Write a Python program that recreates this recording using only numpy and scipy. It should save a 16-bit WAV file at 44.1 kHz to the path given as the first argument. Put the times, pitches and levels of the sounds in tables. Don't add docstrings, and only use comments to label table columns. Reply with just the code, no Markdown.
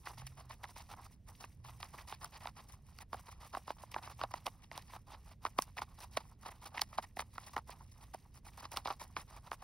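import sys
import numpy as np
from scipy import signal
from scipy.fft import rfft, irfft, next_fast_len
from scipy.io import wavfile
from scipy.ndimage import uniform_filter1d

SR = 44100
rng = np.random.default_rng(int(sys.argv[2]) if len(sys.argv) > 2 else 0)


def digitize_waveform(pressure):
    field = np.atleast_2d(pressure).T
    bounded = np.clip(field, -1, 1)
    quanta = np.round(bounded * 32767).astype(np.int16)
    wavfile.write(sys.argv[1], SR, quanta)


N = 424947

# (frequency [Hz], relative level [dB])
BOOM = [(90, -39), (250, -13), (500, -11.5), (800, 0), (1100, 0), (1500, -12), (2100, -22), (5000, -51.5)]
# (frequency [Hz], relative level [dB])
CRACK = [(600, -59.5), (1450, -8), (1900, 3.5), (2800, -1), (3400, -5.5), (3800, -2.5), (4300, -4.5),
         (4700, -1.5), (5600, -8), (7000, -12), (14000, -60.5)]
BEND_LAG_MS = 1.588


def undb(db):
    return 10 ** (np.asarray(db) / 20)


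def on_log(hz, table):
    table_hz, values = np.transpose(table)
    return np.interp(np.log(hz + 1), np.log(table_hz), values)


def response(table, lag_ms=0., size=4096):
    hz = np.fft.rfftfreq(size, 1 / SR)
    cepstrum = irfft(np.log(undb(on_log(hz, table))))
    cepstrum[1:size // 2] *= 2
    cepstrum[size // 2 + 1:] = 0
    bend = np.exp(-4j * np.pi * lag_ms * np.sqrt(hz / 1000))
    ringing = irfft(np.exp(rfft(cepstrum)) * bend)
    return ringing / np.sqrt(np.sum(ringing ** 2))


def sound(push, ringing):
    return signal.oaconvolve(push, ringing)[:N]


def walk(rate):
    hold = int(SR / rate)
    steps = np.repeat(rng.standard_normal(N // hold + 1), hold)
    return 1.53 * uniform_filter1d(steps, hold)[:N]


def room():
    # (frequency [Hz], relative level [dB])
    rumble_colour = [(15, -29), (25, -8), (54, 0.5), (80, 0), (136, -6), (236, -14.5), (330, -23.5),
                     (480, -27.5), (1200, -46), (2000, -45), (16000, -57.5)]
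    # (time [s], pitch [Hz], rms level [dB])
    hum_glides = [
        [(.1, 116.2, -62), (.23, 130, -52), (.4, 137.2, -62), (.55, 111.4, -58)],
        [(1.55, 116, -63), (1.67, 121.7, -56), (1.8, 119, -62)],
        [(3.95, 121.5, -62.5), (4.24, 114.5, -58.5), (4.32, 114, -58)],
    ]
    rumble_db = -57.5
    t = np.arange(N) / SR
    ringing = response(rumble_colour, size=16384)
    same = sound(rng.standard_normal(N), ringing)
    other = sound(rng.standard_normal(N), ringing)
    rumble = undb(rumble_db) * np.array([same + undb(-14.0) * other, same])
    hum = 0
    for s, hz, db in map(np.transpose, hum_glides):
        gate = np.clip(np.minimum(t - s[0], s[-1] - t) / 0.0086, 0, 1)
        turns = np.cumsum(np.interp(t, s, hz)) / SR
        sine = np.sqrt(2) * np.sin(2 * np.pi * turns)
        hum = hum + gate * undb(np.interp(t, s, db)) * sine
    return rumble + hum


def grit(flicker_db, grain_db, rate):
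    sizes = undb(grain_db * np.minimum(rng.exponential(size=N), 2.5))
    slips = (rng.random(N) < rate / SR) * sizes
    x = rng.standard_normal(N) * (undb(flicker_db * walk(250)) + 8 * slips)
    return x / np.sqrt(np.mean(x ** 2))


def rubbing():
    # (time of the deepest point [s], depth [dB], half length [s])
    pauses = [(1.206, 34, 0.065), (1.579, 16, 0.083), (2.526, 12, 0.032), (2.664, 7, .03),
              (2.827, 12, 0.061), (3.065, 31, 0.061), (4.676, 10.5, 0.19), (5.06, 12, 0.078),
              (5.37, 34, 0.07), (5.733, 6.5, 0.044), (6.097, 6, .04), (6.369, 11, 0.047), (6.587, 7, 0.032),
              (7.114, 10.5, .06), (7.29, 8, .05), (7.63, 9, 0.027), (8.28, 6, 0.22), (8.41, 20, 0.052)]
    # (start [s], length [ms], hiss at the start [dB], boom over hiss [dB])
    drags = [(0.057, 56, -56.5, 5.5), (0.134, 11, -60, -8), (0.174, 44, -61.5, 3.5), (0.268, 6.6, -47, -12),
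             (0.373, 38, -65.5, 8), (0.495, 41, -58.5, 4.5), (0.635, 15, -58, 13.5), (0.675, 34, -66, 2.5),
             (0.76, 61, -59.5, 2.5), (0.891, 48, -64.5, 9), (1.015, 49, -71, 6), (1.08, 52, -83, -12),
             (1.284, 15, -57.5, -0.5), (1.404, 46, -57.5, 2), (1.644, 60, -67, 8.5), (1.802, 8, -56, 8.5),
             (1.826, 33, -61, 1), (1.934, 19, -67, 13), (1.979, 39, -61, 7), (2.076, 72, -54.5, 2),
             (2.212, 48, -60, 7.5), (2.322, 54, -64.5, 7), (2.407, 85, -65.5, 9.5), (2.564, 40, -65, 11.5),
             (2.688, 16, -65.5, 1.5), (2.722, 21, -67, -4), (3.006, 19, -59, 6), (3.13, 16, -57, 13),
             (3.15, 51, -73.5, 6), (3.255, 14, -73, 4.5), (3.283, 5.8, -66, 13.5), (3.315, 12, -57, 0.5),
             (3.403, 70, -66.5, 7.5), (3.529, 26, -62.5, 14.5), (3.568, 12, -53, 5.5),
             (3.675, 41, -63.5, 11.5), (3.785, 50, -69.5, 3.5), (3.916, 8.5, -54.5, -2),
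             (3.94, 46, -65.5, 13), (4.026, 57, -62, 7), (4.096, 27, -64, 9), (4.191, 53, -69, 19),
             (4.31, 9.1, -59, 9.5), (4.338, 41, -62.5, 9), (4.46, 24.7, -51, 9), (4.62, 23, -75, 2),
             (4.717, 74, -65, 8.5), (4.8, 23, -75, 1), (4.88, 27, -70.5, 5), (4.919, 46, -69.5, 9.5),
             (5.07, 77, -69.5, 11), (5.253, 72.4, -80.5, 8), (5.42, 20, -71, 5), (5.449, 27, -59.5, 5),
             (5.583, 22.3, -47, 8.5), (5.619, 17.5, -46, -9), (5.77, 29.5, -55.5, 10.5),
             (5.818, 12.6, -51.5, 10.5), (5.975, 14.5, -86, 12.5), (6.005, 41, -56, 1.5),
             (6.113, 39, -69, 3), (6.171, 10.6, -42.5, 11.5), (6.2, 10.5, -67.5, 7), (6.411, 27, -73, 5),
             (6.453, 37, -58.5, 11), (6.507, 13.6, -61, 7.5), (6.617, 24, -61, 5.5),
             (6.657, 21, -55.5, 7.5), (6.747, 51, -60.5, 11), (6.814, 22, -43, 0), (6.928, 25, -63.5, 4),
             (6.98, 12, -52, 15.5), (7.027, 18, -54.5, 3.5), (7.166, 12, -60, 3), (7.192, 28, -46, 8),
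             (7.33, 34, -72.5, 4.5), (7.378, 74, -69, 2), (7.465, 23, -57, 4.5), (7.534, 8.8, -60, 11),
             (7.563, 22, -60.5, 17), (7.675, 18, -68.5, 7.5), (7.703, 26, -56, 2.5),
             (7.912, 7.6, -73.5, -5), (8.008, 31, -67, 2), (8.139, 8.5, -55.5, 10), (8.342, 38, -70.5, 1.5),
             (8.448, 40, -66.5, 5), (8.576, 31, -60.5, 5.5), (8.625, 32, -63.5, 11.5),
             (8.717, 31, -50.5, 3.5), (8.764, 26, -48.5, 7.5), (8.851, 41, -56, 9.5), (8.898, 29, -55, 10),
             (8.997, 46, -57, 5), (9.164, 53, -56, 8.5), (9.279, 101, -73.5, 10.5), (9.442, 33, -77, 11),
             (9.515, 30, -59, 5), (9.624, 19, -60.5, 10.5)]
    shift_db = -73
    settle_db, settle_share = -62, 0.82
    t = np.arange(N) / SR
    rest_db = sum(db * np.clip(1 - np.abs(t - s) / half, 0, 1) for s, db, half in pauses)
    base = shift_db - rest_db + 1.7 * walk(25)
    power = undb(2 * np.array([base, base - 1.5, base + 0.6 + 4.1 * walk(30)]))
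    for start, length, db, boom_db in drags:
        at = slice(max(int((start - .05) * SR), 0), int((start + .2) * SR))
        ms = (t[at] - start) * 1000
        catch_db = -3.1 * np.maximum(-ms, 0)
        drawn_db = settle_share * (settle_db - db) * np.clip(ms / length, 0, 1)
        let_go_db = -1.25 * np.maximum(ms - length, 0)
        crack_db = 0.17 + 0.42 * boom_db
        voices_db = np.array([[0], [crack_db], [boom_db]])
        power[:, at] += undb(2 * (db + catch_db + drawn_db + let_go_db + voices_db))
    return np.sqrt(power)


def pop(ringing, peak_db, chance, spread_ms, scatter):
    burst = scatter * chance * np.exp(-np.arange(len(chance)) / (spread_ms * SR / 1000))
    burst[0] = 1
    x = np.convolve(burst, ringing[:512])
    return x * undb(peak_db) / np.abs(signal.hilbert(x)).max()


def pops(hiss):
    # (time [s], boom peak [dB], boom pitch [Hz], crack peak [dB], hiss peak [dB])
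    creases = [(0.0706, -30.5, 1170, -37, -60), (0.2736, -61, 1050, -38.5, -46),
               (0.5078, -38, 905, -41, -58), (0.6406, -47, 910, -34.5, -61), (0.937, -43, 930, -46, -54),
               (1.44, -36, 1150, -36.5, -54), (1.8287, -34, 1000, -29, -41), (2.1242, -30, 990, -34.5, -52),
               (2.2452, -36, 1130, -41, -26), (2.4551, -30.5, 800, -38.5, -57),
               (2.4714, -31.5, 1130, -31.5, -47), (2.987, -44.5, 1240, -38, -38.5),
               (3.1302, -26, 905, -44, -50), (3.1436, -33.5, 850, -57, -56), (3.5488, -26, 1030, -36, -59),
               (3.5701, -28, 900, -58, -62), (3.6785, -30.5, 900, -56, -63), (3.7036, -26, 870, -37, -65),
               (3.835, -36.5, 885, -64, -58), (3.9428, -32, 980, -30.5, -56), (3.962, -24.5, 870, -46, -58),
               (4.0742, -35, 990, -51, -60), (4.2133, -24.5, 1170, -31.5, -46),
               (4.2361, -24, 805, -28, -34), (4.339, -26, 940, -30.5, -69),
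               (4.4658, -25.5, 910, -23.5, -28), (4.4748, -30.5, 1010, -55, -54),
               (4.7143, -38, 774, -36.5, -72), (4.7769, -33, 910, -33.5, -31), (4.935, -43, 950, -48, -60),
               (4.963, -41, 950, -47, -58), (5.134, -43, 800, -55, -66), (5.451, -19.5, 1080, -28.5, -68),
               (5.4624, -29.5, 1120, -32, -58), (5.467, -35, 1060, -34.5, -42),
               (5.587, -16.5, 950, -21.5, -23), (5.6218, -43, 1350, -30, -20.5),
               (5.7793, -44, 720, -31, -50), (5.7842, -42, 1010, -28.5, -52), (5.789, -34, 930, -40, -59),
               (5.818, -24.5, 965, -50, -55), (6.1719, -19.5, 920, -21.5, -27),
               (6.4586, -35.5, 980, -51, -61), (6.7747, -36.5, 990, -33, -49), (6.779, -44, 880, -27, -62),
               (6.7934, -34.5, 1030, -31.5, -54), (6.817, -28.5, 1030, -15.5, -16),
               (6.9839, -20, 904, -37.5, -40), (6.9887, -32, 1070, -46, -42),
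               (7.169, -33.5, 700, -35.5, -68), (7.193, -25, 1050, -28.5, -53),
               (7.2037, -36, 920, -31.5, -35.5), (7.3804, -28.5, 1140, -37, -76),
               (7.5648, -22.5, 980, -27.5, -58), (7.578, -27.5, 1020, -39, -49),
               (7.6932, -36, 890, -55, -63), (8.145, -31, 830, -56, -36.5), (8.6523, -35, 1010, -42, -53),
               (8.7399, -36.5, 820, -50, -50), (8.7712, -27.5, 1220, -22.5, -25.5),
               (8.856, -24.5, 880, -47, -50.5), (8.8735, -28, 900, -30, -33.5),
               (8.8808, -27, 1000, -44, -63), (8.9025, -25.5, 930, -38, -51), (8.9077, -27, 950, -32, -53),
               (9.016, -35, 870, -56, -55), (9.1655, -24, 1030, -28, -59),
               (9.5157, -25.5, 1070, -33.5, -65), (9.53, -34, 990, -42, -42)]
    out = np.zeros(N + SR)
    hz = np.geomspace(300, 16000, 40)
    chances = rng.standard_normal((len(creases), 3, 256))
    for (s, boom_db, boom_hz, crack_db, hiss_db), chance in zip(creases, chances):
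        boom = response(np.array(BOOM) * [boom_hz / 950, 1], BEND_LAG_MS, size=1024)
        crack_hz = 3830 * 2 ** (0.04 * (hiss_db - crack_db))
        colour_db = on_log(hz, CRACK) - 14 * np.tanh(np.log(hz / crack_hz) ** 2 / 0.75)
        crack = response(np.transpose([hz, colour_db]), 0.604 * BEND_LAG_MS, size=1024)
        x = pop(boom, boom_db, chance[0], 3.2, 0.077)
        x = x + pop(crack, crack_db, chance[1], 1.0, 0.2)
        x = x + pop(hiss, hiss_db, chance[2], 0.93, 0.088)
        first = int(s * SR)
        out[first:first + len(x)] += x
    return out[:N]


def banknotes():
    # (frequency [Hz], relative level [dB])
    hiss_colour = [(3000, -35), (5500, -2.5), (6500, -6), (10000, -3.5), (16000, -10)]
    boom = response(BOOM, BEND_LAG_MS)
    hiss = response(hiss_colour, 0.414 * BEND_LAG_MS)
    hiss_rub, crack_rub, boom_rub = rubbing()
    rub = sound(hiss_rub * grit(2.64, .4, 23), hiss)
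    rub = rub + sound(boom_rub * grit(2.86, 2.37, 60), boom)
    for centre_hz in (2100, 3300, 4900):
        part = [(hz, db - 16 * np.tanh(np.log(hz / centre_hz) ** 2 / 0.52)) for hz, db in CRACK]
        favour = undb(1.75 * walk(40) - 6.0)
        push = crack_rub * favour * grit(3.4, 0.57, 120)
        rub = rub + sound(push, response(part, BEND_LAG_MS))
    return rub + pops(hiss)


def scene():
    return banknotes() + room()


def record(dry):
    # (frequency [Hz], phase ahead [rad])
    left_phase = [(0, 0), (300, -.1), (500, .4), (900, .3), (1600, .05), (2700, .75), (4000, .55),
                  (4900, 0), (6000, 1.6), (7330, 3.14), (8600, 4.4), (10500, 6.28), (13400, 9.42),
                  (15800, 11.8)]
    # (frequency [Hz], level [dB])
    left_db = [(30, -1.3), (120, -2.5), (300, -7), (700, -3.3), (1600, -.9), (2700, -3.5), (3500, -2),
               (4400, -4.5), (5300, -.8), (16000, -1.1)]
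    top_hz = 15750
    size = next_fast_len(N)
    hz = np.fft.rfftfreq(size, 1 / SR)
    phase = np.interp(hz, *np.transpose(left_phase))
    spectrum = rfft(dry[0], size) * undb(on_log(hz, left_db)) * np.exp(1j * phase)
    sway = 0.73 * walk(60)
    turned = irfft(1j * np.sin(phase) * spectrum, size)[:N]
    left = irfft(spectrum, size)[:N] + sway * turned
    top_cut = signal.ellip(10, .2, 60, top_hz, fs=SR, output="sos")
    return signal.sosfilt(top_cut, [left, dry[1]])


dry = scene()
out = record(dry)
digitize_waveform(out)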